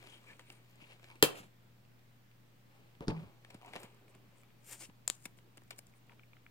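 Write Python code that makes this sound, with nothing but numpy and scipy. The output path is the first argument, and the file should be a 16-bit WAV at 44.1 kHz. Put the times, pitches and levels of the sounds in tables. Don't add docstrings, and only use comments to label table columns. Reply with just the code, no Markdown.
import sys
import numpy as np
from scipy import signal
from scipy.io import wavfile
from scipy.ndimage import uniform_filter1d

SR = 44100
rng = np.random.default_rng(int(sys.argv[2]) if len(sys.argv) > 2 else 0)


def wav_record(signal):
    frames = np.transpose(np.atleast_2d(signal))
    bounded = np.clip(frames, -1, 1)
    quanta = np.round(bounded * 32767).astype(np.int16)
    wavfile.write(sys.argv[1], SR, quanta)


def linear_from_db(decibels):
    return 10 ** (np.asarray(decibels, float) / 20)


N = 286650


def evened(x):
    return x / np.sqrt(np.mean(x ** 2) + 1e-20)


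def read(points, hz):
    f, value = np.transpose(points)
    return np.interp(np.log(hz + 1), np.log(f + 1), value)


def add(mix, s, sound):
    part = mix[:, round(s * SR):][:, :sound.shape[1]]
    part += sound[:, :part.shape[1]]


def filtered(x, order, hz, kind="low"):
    return signal.lfilter(*signal.butter(order, hz, kind, fs=SR), x)


def paired(size, same):
    a, b = rng.standard_normal((2, size))
    return np.array([a, same * a + np.sqrt(1 - same ** 2) * b])


def ring(x, modes, flip=-1):
    t = np.arange(3000) / SR
    body = np.zeros(3000)
    for k, (hz, width, db) in enumerate(modes):
        decay = np.sqrt(width) * np.exp(-np.pi * width * t)
        body += linear_from_db(db) * decay * np.sin(2 * np.pi * hz * t) * flip ** k
    return signal.oaconvolve(x, body[None] / np.linalg.norm(body), axes=1)[:, :N]


def burst(ms, same=0.63):
    t = np.arange(1500) / SR
    span = ms / 1000 + 1e-4
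    uneven = linear_from_db(3 * rng.exponential(1, 1500))
    envelope = np.exp(-t / span) * (1 - np.exp(-t / (0.26 * span)))
    slips = paired(1500, same) * uneven * envelope
    return slips / np.sqrt(np.mean(np.sum(slips ** 2, 1)))


def push(ms):
    blow = signal.windows.hann(round(ms * SR / 1000) + 3)
    return np.array([blow, blow]) / np.linalg.norm(blow)


def pressure(rubs):
    t, out = np.arange(N) / SR, np.zeros(N)
    for s, rise, fall, db in rubs:
        span = slice(max(round((s - 2 * rise) * SR), 0), round((s + 2 * fall) * SR))
        away = abs(t[span] - s) / (np.where(t[span] < s, rise, fall) + 1e-4)
        out[span] += linear_from_db(db - 16 * away ** 1.2)
    return out


def contacts():
    # t/s, level/dB
    edge_ticks = [(0.0714, -44.5), (0.3936, -39.5), (0.5005, -39), (1.042, -42), (1.0848, -50),
                  (1.1003, -46.5), (1.1124, -48), (1.3567, -44), (1.8501, -58), (1.9918, -60),
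                  (2.3135, -58), (2.9511, -56), (3.4475, -42.5), (3.7345, -35), (4.8059, -43),
                  (5.3866, -49.5)]
    # t/s, level/dB
    wall_taps = [(0.0262, -53), (0.0404, -57), (0.0602, -53), (0.2408, -55), (0.8025, -59.5), (0.824, -51),
                 (0.9027, -56), (0.9955, -54), (1.029, -52.5), (1.1552, -51), (3.1641, -54), (3.6136, -52),
                 (3.7544, -38.5), (3.761, -34), (4.08, -55), (4.148, -57.5), (4.8967, -53.5),
                 (5.3721, -62.5), (5.5785, -47), (5.618, -55), (6.1334, -60)]
    # t/s, level/dB
    film_ticks = [(0.2603, -66), (0.5244, -54), (0.7561, -58.5), (3.6605, -54), (3.6465, -65),
                  (3.7994, -55), (4.15, -57), (5.635, -63), (6.0684, -66), (3.9454, -62.5), (4.8214, -43.5),
                  (5.1514, -53.5), (5.7614, -60), (5.7886, -36.5), (5.868, -53.5), (5.8964, -62)]
    # t/s, panel level/dB, hollow level/dB, film level/dB, contact time/ms
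    scuffs = [(3.5013, -54, -61, -64.5, 5.8), (3.5432, -54, -55.5, -61, 4.47),
              (3.8306, -53, -67.5, -55, 5.3), (5.2538, -40.5, -50.5, -39.5, 3.34),
              (5.5711, -56, -61, -53, 3.2), (5.706, -41, -55.5, -46.5, 3.79),
              (5.7828, -62.5, -65.5, -52.5, 3.13), (5.0776, -43, -41, -46, 2), (5.1006, -43, -50, -51, 1.4),
              (3.6475, -58, -55, -68, 1.5)]
    # (panel, hollow, film) level/dB
    on_edge, on_wall, on_film = (0, -13, -19), (0, -2, -13.5), (-10.5, -17, 0)
    events = list(scuffs)
    for rows, share in ((edge_ticks, on_edge), (wall_taps, on_wall), (film_ticks, on_film)):
        events += [(s, *np.add(db, share), 1.5) for s, db in rows]
    drive = np.zeros((3, 2, N))
    for s, panel_db, hollow_db, film_db, ms in events:
        contact = burst(ms, .95 if ms < .5 else .7) * max(ms / 1.582, 1)
        for part, db in zip(drive, (panel_db + 11.5, hollow_db + 17.0, film_db + 13)):
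            add(part, s, linear_from_db(db) * contact)
    return drive


def rubbing():
    # peak t/s, rise/s, fall/s, peak level/dB
    card_rubs = [(.05, 0.26, 0.221, -61), (.312, .08, .06, -60.5), (.4, 0.0118, 0.033, -62.5),
                 (.518, 0.0925, .09, -64), (.74, 0.335, 0.098, -71.5), (.82, 0.038, 0.076, -64.5),
                 (.93, 0.096, 0.046, -61), (1.05, .07, 0.295, -64.5), (1.3, .05, .07, -58),
                 (1.378, .035, 0.06, -56), (4.825, .04, .045, -62), (4.728, .06, .035, -61),
                 (3.02, .012, .045, -67), (3.2, .06, .12, -67), (.13, .04, .07, -70),
                 (1.44, .03, .05, -66)]
    # peak t/s, rise/s, fall/s, peak level/dB
    skin_rubs = [(2.75, .14, 0.372, -69), (3.558, 0.151, 0.033, -63.5), (3.684, 0.084, 0.071, -58.5),
                 (3.745, 0.0235, 0.146, -54), (3.85, 0.094, 0.0325, -61), (3.92, 0.038, 0.179, -71),
                 (4.156, 0.094, 0.021, -68.5), (4.366, 0.27, 0.37, -72), (5.265, 0.0255, 0.04, -67),
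                 (5.72, .005, 0.0327, -59), (6.122, 0.071, 0.021, -67.5)]
    # peak t/s, rise/s, fall/s, peak level/dB
    peel_rubs = [(1.375, 0.0432, .07, -62), (4.68, .05, .04, -61), (4.731, .045, .04, -47.5),
                 (4.81, .032, .05, -53), (4.84, .03, .035, -55), (5.081, .001, .022, -49),
                 (5.103, .002, .035, -57), (5.15, .04, .07, -68), (5.252, .045, .004, -60),
                 (5.38, .015, 0.021, -69), (5.786, 0.009, 0.011, -54), (5.87, 0.026, .1, -77.5)]
    # peak t/s, rise/s, fall/s, peak level/dB
    spine_rubs = [
        (3.091, 0.0041, 0.042, -42.5),
        (3.164, 0.0424, 0.187, -55.5),
    ]
    # (panel, hollow, film) level/dB
    by_card, by_skin, by_peel = (0, -2.5, -10), (-2.98, 0, -15), (-13, -18, 0)
    by_spine = (-13.5, 0, -33)
    loads = [pressure(rubs) for rubs in (card_rubs, skin_rubs, peel_rubs, spine_rubs)]
    load = linear_from_db(np.transpose([by_card, by_skin, by_peel, by_spine])) @ loads
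    drive = np.zeros((3, 2, N))
    for k, (same, catch_db) in enumerate(((.7, 1.5), (.9, 1.2), (.7, 1.3))):
        clumps = linear_from_db(catch_db * evened(uniform_filter1d(rng.standard_normal(N), 200)))
        struck = rng.random(N) < 6000 / SR
        fibres = linear_from_db(3.0 * np.minimum(rng.exponential(1, N), 4)) * struck
        grain = evened(paired(N, same) * (fibres + 0.55) * clumps)
        drive[k] = grain * load[k] * linear_from_db(-2.0)
    return drive


def handling():
    # f/Hz, width/Hz, level/dB
    panel = [(1643, 390, -6), (2237, 310, -1.5), (2748.5, 380, -2.5), (3108, 410, -3.5), (4334, 1900, -8.5)]
    # f/Hz, width/Hz, level/dB
    hollow = [(335.2, 95, -1.5), (574.3, 160, -2), (802.6, 120, -2.5), (950, 180, -2.5), (1250, 300, -5.5)]
    # f/Hz, width/Hz, level/dB
    film = [(5227, 1200, -8), (7200, 800, -1.5), (9000, 1000, -1.5), (13250, 1300, -8), (14600, 2000, -11)]
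    drive = contacts() + rubbing()
    direct = linear_from_db(-9) * filtered(drive[0], 1, [900, 6500], "band")
    return direct + sum(ring(part, modes) for part, modes in zip(drive, (panel, hollow, film)))


def pop():
    # t/s, push level/dB, push/ms, crack level/dB, crack/ms
    jerks = [
        (1.2257, -30, 0.43, -8.5, 0.64),
        (1.2268, -28, 0.129, -8.5, 1.07),
        (1.2287, -18, 0.905, -18, 1.94),
        (1.2355, -27.5, 0.56, -16, 4.5),
        (1.241, -30.5, 1, -18, 10.1),
    ]
    # f/Hz, width/Hz, level/dB
    popped_box = [(111, 54, -14.5), (160, 40, -13), (240, 28, -12.5), (327.1, 40, -10), (450.3, 83, -1),
                  (541, 72, -5), (692, 110, -8), (811, 60, -10), (1050, 150, -13.5), (1400, 390, -19),
                  (1950, 350, -7.5), (2248, 60, -6.5), (2690, 150, -4), (3100, 110, -2.5), (4600, 1800, -4)]
    blows, cracks = np.zeros((2, 2, N))
    for s, push_db, push_ms, crack_db, crack_ms in jerks:
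        add(blows, s, linear_from_db(push_db + 12) * push(push_ms))
        add(cracks, s, linear_from_db(crack_db + 15.0) * burst(crack_ms, .6))
    thump = filtered(ring(blows, popped_box, flip=1), 2, 150, "high")
    rattle = ring(filtered(cracks, 1, 500, "high"), popped_box)
    body = filtered(cracks, 2, [650, 2300], "band")
    tear = filtered(cracks, 1, [2000, 13000], "band")
    return thump + 0.55 * rattle + body + tear


def knife():
    # t/s, thud level/dB, push/ms, edge tick level/dB
    landings = [
        (3.0069, -38.5, 0.6, -55),
        (3.014, -54, 1.02, -67),
        (3.029, -49.5, 1.25, -66),
        (3.072, -41, 1.24, -58.5),
        (3.0809, -26.5, 1.3, -31.5),
        (3.091, -31.5, 1.657, -65),
        (3.10, -35, 2.1, -64),
        (3.124, -47, 2.64, -64),
    ]
    # t/s, f/Hz, level/dB
    bending = [
        (3.12, 160.0, -46),
        (3.194, 162, -41.5),
        (3.212, 162.5, -58.5),
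        (3.234, 161, -45),
        (3.248, 162, -88),
        (3.27, 163.9, -70.5),
    ]
    # f/Hz, width/Hz, level/dB
    table = [(53.37, 14.4, -6), (89, 101, -9.5), (160, 60.7, 5), (326.7, 117, 1.5), (448.8, 27.3, -4),
             (738, 41.4, -10), (880, 12.5, -7), (1169.5, 44, -3.5)]
    thuds, ticks = np.zeros((2, 2, N))
    for s, thud_db, ms, tick_db in landings:
        add(thuds, s, linear_from_db(thud_db + 10.5) * push(ms))
        add(ticks, s, linear_from_db(tick_db + 22.5) * burst(1.6))
    t = np.arange(N) / SR
    s, hz, db = np.transpose(bending)
    swing = uniform_filter1d(linear_from_db(np.interp(t, s, db, -150, -150)), 400)
    phase = 2 * np.pi * np.cumsum(np.interp(t, s, hz)) / SR
    quiver = np.sqrt(2) * swing * np.sin(phase)
    return ring(thuds, table) + filtered(ticks, 3, [700, 5600], "band") + quiver


def snaps():
    # t/s, film level/dB, left minus right/dB, jolt level/dB
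    releases = [
        (5.0773, -15, 3, -40),
        (5.07834, -13, 9, -32),
        (5.07848, -3, 10, -40),
        (5.0997, -16, 5, -40),
        (5.10001, -6.5, 5, -40),
        (5.10012, -30, 8, -15),
    ]
    # f/Hz, width/Hz, level/dB
    taut_film = [(870, 400, -20), (2600, 900, -14), (3500, 900, -8), (4800, 1100, -8), (7150, 500, -1),
                 (8300, 1300, -2), (11000, 1800, -11), (13500, 2500, -14)]
    release, jolt = np.zeros((2, 2, N))
    left_only = np.array([[1.], [0.]])
    puff = signal.windows.hann(round(.2 * SR / 1000) + 2)
    for s, film_db, lean_db, jolt_db in releases:
        add(release, s, linear_from_db(film_db + np.array([[0], [-lean_db]])))
        add(jolt, s, -linear_from_db(jolt_db) * left_only * puff)
    return ring(release, taut_film) + filtered(jolt, 1, 130, "high")


def strokes(rows, taper=.4):
    out = np.zeros((2, N))
    for start, end, hz, width, db in rows:
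        size = round((end - start) * SR)
        unsteady = linear_from_db(3.2 * evened(uniform_filter1d(rng.standard_normal(size), 150)))
        chatter = paired(size, 0.7) * unsteady
        skirt = signal.lfilter(*signal.iirpeak(hz, .3 * hz / width, SR), chatter)
        sung = signal.lfilter(*signal.iirpeak(hz, hz / width, SR), skirt)
        add(out, start, linear_from_db(db) * evened(sung) * signal.windows.tukey(size, taper))
    return out


def singing_strokes():
    # start t/s, end t/s, f/Hz, width/Hz, level/dB
    sung = [(0.068, 0.201, 3100, 400, -63.5), (0.26, 0.348, 2345, 300, -62), (0.267, 0.344, 1740, 140, -64),
            (.45, 0.6, 9000, 600, -76.5), (0.795, 0.858, 2620, 350, -61.5),
            (0.884, 0.947, 2700, 400, -62.5), (1.081, 1.167, 950, 151.5, -65.5),
            (3.004, 3.061, 482.2, 300, -52.5), (4.707, 4.757, 1700, 900, -62), (3.612, 3.7, 745, 80, -66),
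            (3.614, 3.69, 950, 100, -68), (4.076, 4.12, 8763, 1775, -73), (4.35, 4.427, 8210, 1800, -75),
            (5.945, 5.991, 9000, 1520, -78), (6.093, 6.138, 950, 200, -68.5)]
    return strokes(sung)


def bumps():
    # t/s, level/dB, push/ms
    presses = [(0.819, -61, 3.06), (1.4, -58, 2.5), (3.546, -54, 2.84), (3.7613, -54, 1.37),
               (3.84, -57, 2.2), (4.156, -62.5, 1.43), (3.235, -54.5, 5.25), (4.888, -57, 3.5),
               (5.1, -64, 1.3), (5.257, -52.5, 1.09), (5.58, -67, 1.2)]
    # f/Hz, width/Hz, level/dB
    held_box = [(109.36, 36, -10), (191.1, 75, -1.5), (305.7, 140, -4)]
    drive = np.zeros((2, N))
    for s, db, ms in presses:
        add(drive, s, linear_from_db(db + 12.5) * push(ms))
    return ring(drive, held_box)


def flap():
    # t/s, level/dB
    flicks = [(4.4331, -53), (4.5031, -58), (5.9368, -60), (6.095, -49), (6.119, -57), (6.1942, -50),
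              (6.2331, -53.5), (6.332, -50), (6.3668, -53), (6.4637, -49)]
    # f/Hz, width/Hz, level/dB
    flap_modes = [(1238, 270, -8), (2277, 258, -1), (3290, 640, -12)]
    drive = np.zeros((2, N))
    for s, db in flicks:
        add(drive, s, linear_from_db(db + 15.5) * burst(1.56))
    return ring(drive, flap_modes)


def tray():
    # t/s, level/dB
    knocks = [(3.6143, -61), (3.6215, -58), (3.63, -58), (3.6475, -55), (3.66, -58), (3.668, -58),
              (3.6725, -59), (3.6795, -52), (3.692, -60), (3.735, -48), (3.7615, -43), (3.766, -51),
              (3.772, -55), (3.833, -57)]
    # f/Hz, width/Hz, level/dB
    tray_modes = [(745, 90, -1), (950, 110, -2), (1120, 200, -6), (2000, 500, -8), (2750, 500, -5)]
    drive = np.zeros((2, N))
    for s, db in knocks:
        add(drive, s, linear_from_db(db + 16.5) * push(.12))
    return ring(drive, tray_modes)


def crackles():
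    # t/s, f/Hz, peak level/dB
    pinpoints = [(.2135, 8000, -64), (.2665, 9300, -59), (.272, 9600, -62), (.2855, 9000, -59),
                 (.309, 9000, -61), (.3685, 7000, -60), (.3945, 2300, -47), (.3955, 7200, -58),
                 (1.0295, 6400, -59), (1.0425, 6000, -55), (1.0535, 6200, -63), (1.0855, 5600, -60),
                 (1.1015, 5400, -60), (1.1125, 6300, -60), (1.1235, 5400, -62), (1.1565, 5400, -59),
                 (3.507, 7500, -56), (3.6215, 6000, -60), (3.6465, 2300, -56), (3.6895, 8500, -60),
                 (3.6975, 9000, -59), (3.7215, 8200, -61), (3.735, 12500, -57), (3.85, 8500, -58),
                 (4.406, 9000, -65), (4.418, 8000, -66), (4.434, 9000, -62), (5.6785, 8200, -63),
                 (5.7065, 13300, -50), (5.7145, 12000, -58), (5.7925, 14000, -52), (4.6455, 9000, -56),
                 (4.6655, 2000, -60), (4.697, 7500, -52), (4.7085, 11000, -51), (4.75, 2500, -56),
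                 (4.822, 12000, -55), (4.833, 2600, -54), (4.851, 4500, -57), (1.4355, 3000, -56),
                 (.0275, 3000, -54), (.039, 5000, -55), (.0692, 8000, -56), (.076, 9000, -61),
                 (.128, 9000, -62), (.137, 11000, -61), (.18, 11500, -63), (.5253, 12500, -56),
                 (.502, 2300, -49), (.6959, 6000, -64), (.7118, 7000, -61), (4.646, 12800, -55),
                 (4.807, 6200, -50), (5.0853, 8000, -38), (5.107, 12000, -50), (3.661, 9000, -54),
                 (3.757, 2700, -50), (3.7615, 9000, -48), (3.007, 1500, -48), (3.6215, 2800, -57)]
    out = np.zeros((2, N))
    for s, hz, db in pinpoints:
        rung = signal.lfilter(*signal.iirpeak(hz, 1.6, SR), burst(.6, .8))
        add(out, s, linear_from_db(db + 2.5) * rung / abs(rung).max())
    return out


def faint_slides():
    # start t/s, end t/s, f/Hz, width/Hz, level/dB
    slides = [(1.098, 1.14, 2350, 300, -66), (1.155, 1.172, 2350, 300, -66), (1.345, 1.43, 5600, 3000, -65),
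              (1.335, 1.42, 11300, 5000, -64), (1.345, 1.42, 1280, 300, -65),
              (3.082, 3.118, 2200, 1200, -51), (3.138, 3.156, 950, 200, -55),
              (3.162, 3.182, 2300, 300, -60), (3.178, 3.205, 1350, 400, -64),
              (3.232, 3.252, 1000, 300, -65), (3.2, 3.29, 76, 30, -60), (1.35, 1.41, 2600, 900, -63),
              (1.25, 1.325, 12000, 6000, -60), (1.235, 1.31, 950, 500, -47), (3.9, 4.3, 330, 250, -70),
              (3.76, 3.79, 2200, 1200, -56), (5.08, 5.13, 4500, 2500, -60), (3.008, 3.05, 2200, 1200, -65),
              (1.43, 1.445, 900, 900, -60), (4.83, 4.865, 2700, 700, -62), (5.1, 5.165, 7000, 2200, -63),
              (3.1, 3.145, 420, 250, -48), (3.78, 3.87, 12500, 3500, -69), (4.645, 4.76, 12200, 2200, -61),
              (4.79, 4.868, 5200, 1500, -61), (5.712, 5.74, 3200, 900, -62), (.04, .2, 9200, 1200, -73),
              (.04, .19, 6500, 2500, -75), (.69, .72, 14000, 4000, -77), (.49, .54, 13000, 2500, -73),
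              (5.42, 5.52, 350, 120, -70), (4.7, 4.77, 52, 25, -73), (4.87, 4.93, 52, 25, -70),
              (5.86, 5.93, 68, 25, -72), (1.26, 1.45, 500, 500, -60), (3.083, 3.108, 7500, 3000, -68),
              (4.7, 4.748, 7800, 1500, -56), (3.79, 3.81, 9000, 2500, -64), (1.34, 1.5, 180, 60, -66)]
    return strokes(slides, taper=.65)


def placed(x):
    # t/s, left delay/ms, left minus right/dB
    place = [(0.07, -0.154, 6), (0.45, -0.111, 3), (0.86, -0.185, 5), (1.05, -0.154, 2),
             (1.226, -0.255, 1.02), (1.37, -0.2875, 1.09), (3.05, -0.2117, 1.5), (3.5, -0.13, 3.5),
             (3.76, -0.1487, 4.5), (4.15, -0.037, 1.5), (4.434, 0.031, 6.5), (4.759, 0.003, 4),
             (5.08, -0.172, 8), (5.098, -0.1, 6), (5.255, -0.079, 3.5), (5.721, -0.126, 4.5),
             (6.201, 0.091, 4.5)]
    s, ms, db = np.transpose(place)
    n = np.arange(N)
    lag = np.round(np.interp(n / SR, s, ms) * SR / 1000).astype(int)
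    lean = linear_from_db(np.interp(n / SR, s, db) / 2)
    bass = filtered(x, 1, 900)
    shaded = bass + (x - bass) * np.array([lean, 1 / lean])
    return np.array([shaded[0, np.clip(n - lag, 0, N - 1)], shaded[1]])


def room(x, tail_db=-12):
    # f/Hz, t60/s
    decay = [(100, 0.36), (350, 0.3), (800, 0.4), (2000, 0.27), (5000, 0.22), (12000, .17)]
    # delay/ms, level/dB
    echoes = [
        (2.1, -13.5),
        (4.2, -25),
        (7.3, -12.5),
        (12.5, -22),
    ]
    taps = np.zeros((2, SR // 2))
    at = np.arange(200, SR // 2 - 20, 20) + rng.integers(0, 20, (2, (SR // 2 - 201) // 20))
    np.put_along_axis(taps, at, rng.choice([-1., 1.], at.shape), 1)
    hz, t, z = signal.stft(taps, SR, nperseg=256)
    fading = linear_from_db(-60 * t / read(decay, hz)[:, None])
    tail = signal.istft(z * fading, SR, nperseg=256)[1]
    tail *= linear_from_db(tail_db) / np.linalg.norm(tail[0])
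    for ms, db in echoes:
        tail[:, round(ms * SR / 1000)] += linear_from_db(db)
    return signal.fftconvolve(x, tail, axes=1)[:, :N]


def air():
    # f/Hz, level per Hz/dB
    spectrum = [(12, -8.5), (30, -15), (80, -4.5), (150, 0), (205, 1.5), (310, -6), (630, -11),
                (1300, -13.5), (2500, -15.5), (4000, -20), (6300, -25), (10800, -29.5), (12500, -25),
                (15500, -23.5)]
    # f/Hz, correlation
    likeness = [(60, 0.994), (200, 0.41), (600, 0.3), (1400, -.1), (3000, 0.08)]
    frames, hz = N // 512 + 5, np.fft.rfftfreq(2048, 1 / SR)
    a, b, c, d, patches = rng.standard_normal((frames, 1025, 5)).T
    patches = evened(uniform_filter1d(uniform_filter1d(patches, 30, 0), 8, 1))
    same = np.clip(read(likeness, hz), -1, 1)[:, None]
    left = a + 1j * b
    z = np.array([left, same * left + np.sqrt(1 - same ** 2) * (c + 1j * d)])
    z = z * linear_from_db(read(spectrum, hz)[:, None] + .8 * patches)
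    hiss = signal.istft(z, nperseg=2048, noverlap=1536)[1][:, :N]
    waver = evened(uniform_filter1d(uniform_filter1d(rng.standard_normal((2, N)), 3000), 3000))
    phase = 2 * np.pi * np.cumsum(119.7 + 0.51 * waver[1]) / SR
    hum = linear_from_db(-67 + 0.46 * waver[0]) * np.sqrt(2) * np.sin(phase)
    opposite = linear_from_db(np.array([[.8], [-.8]]))
    return linear_from_db(-66.5) * evened(hiss) + hum * opposite


def scene():
    held = handling() + singing_strokes() + bumps() + flap() + tray()
    hands = placed(held) + snaps()
    loud = placed(pop() + knife())
    faint = placed(crackles() + faint_slides())
    return hands + loud + room(linear_from_db(-10) * hands + loud) + air() + faint


def roll_off(x):
    return signal.sosfilt(signal.butter(12, 16840, fs=SR, output="sos"), x)


def record(dry):
    edge = signal.firwin(255, 15900, window=("kaiser", 6), fs=SR)
    mix = signal.oaconvolve(dry, edge[None], "same") - .0004
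    return roll_off(mix)


dry = scene()
out = record(dry)
wav_record(out)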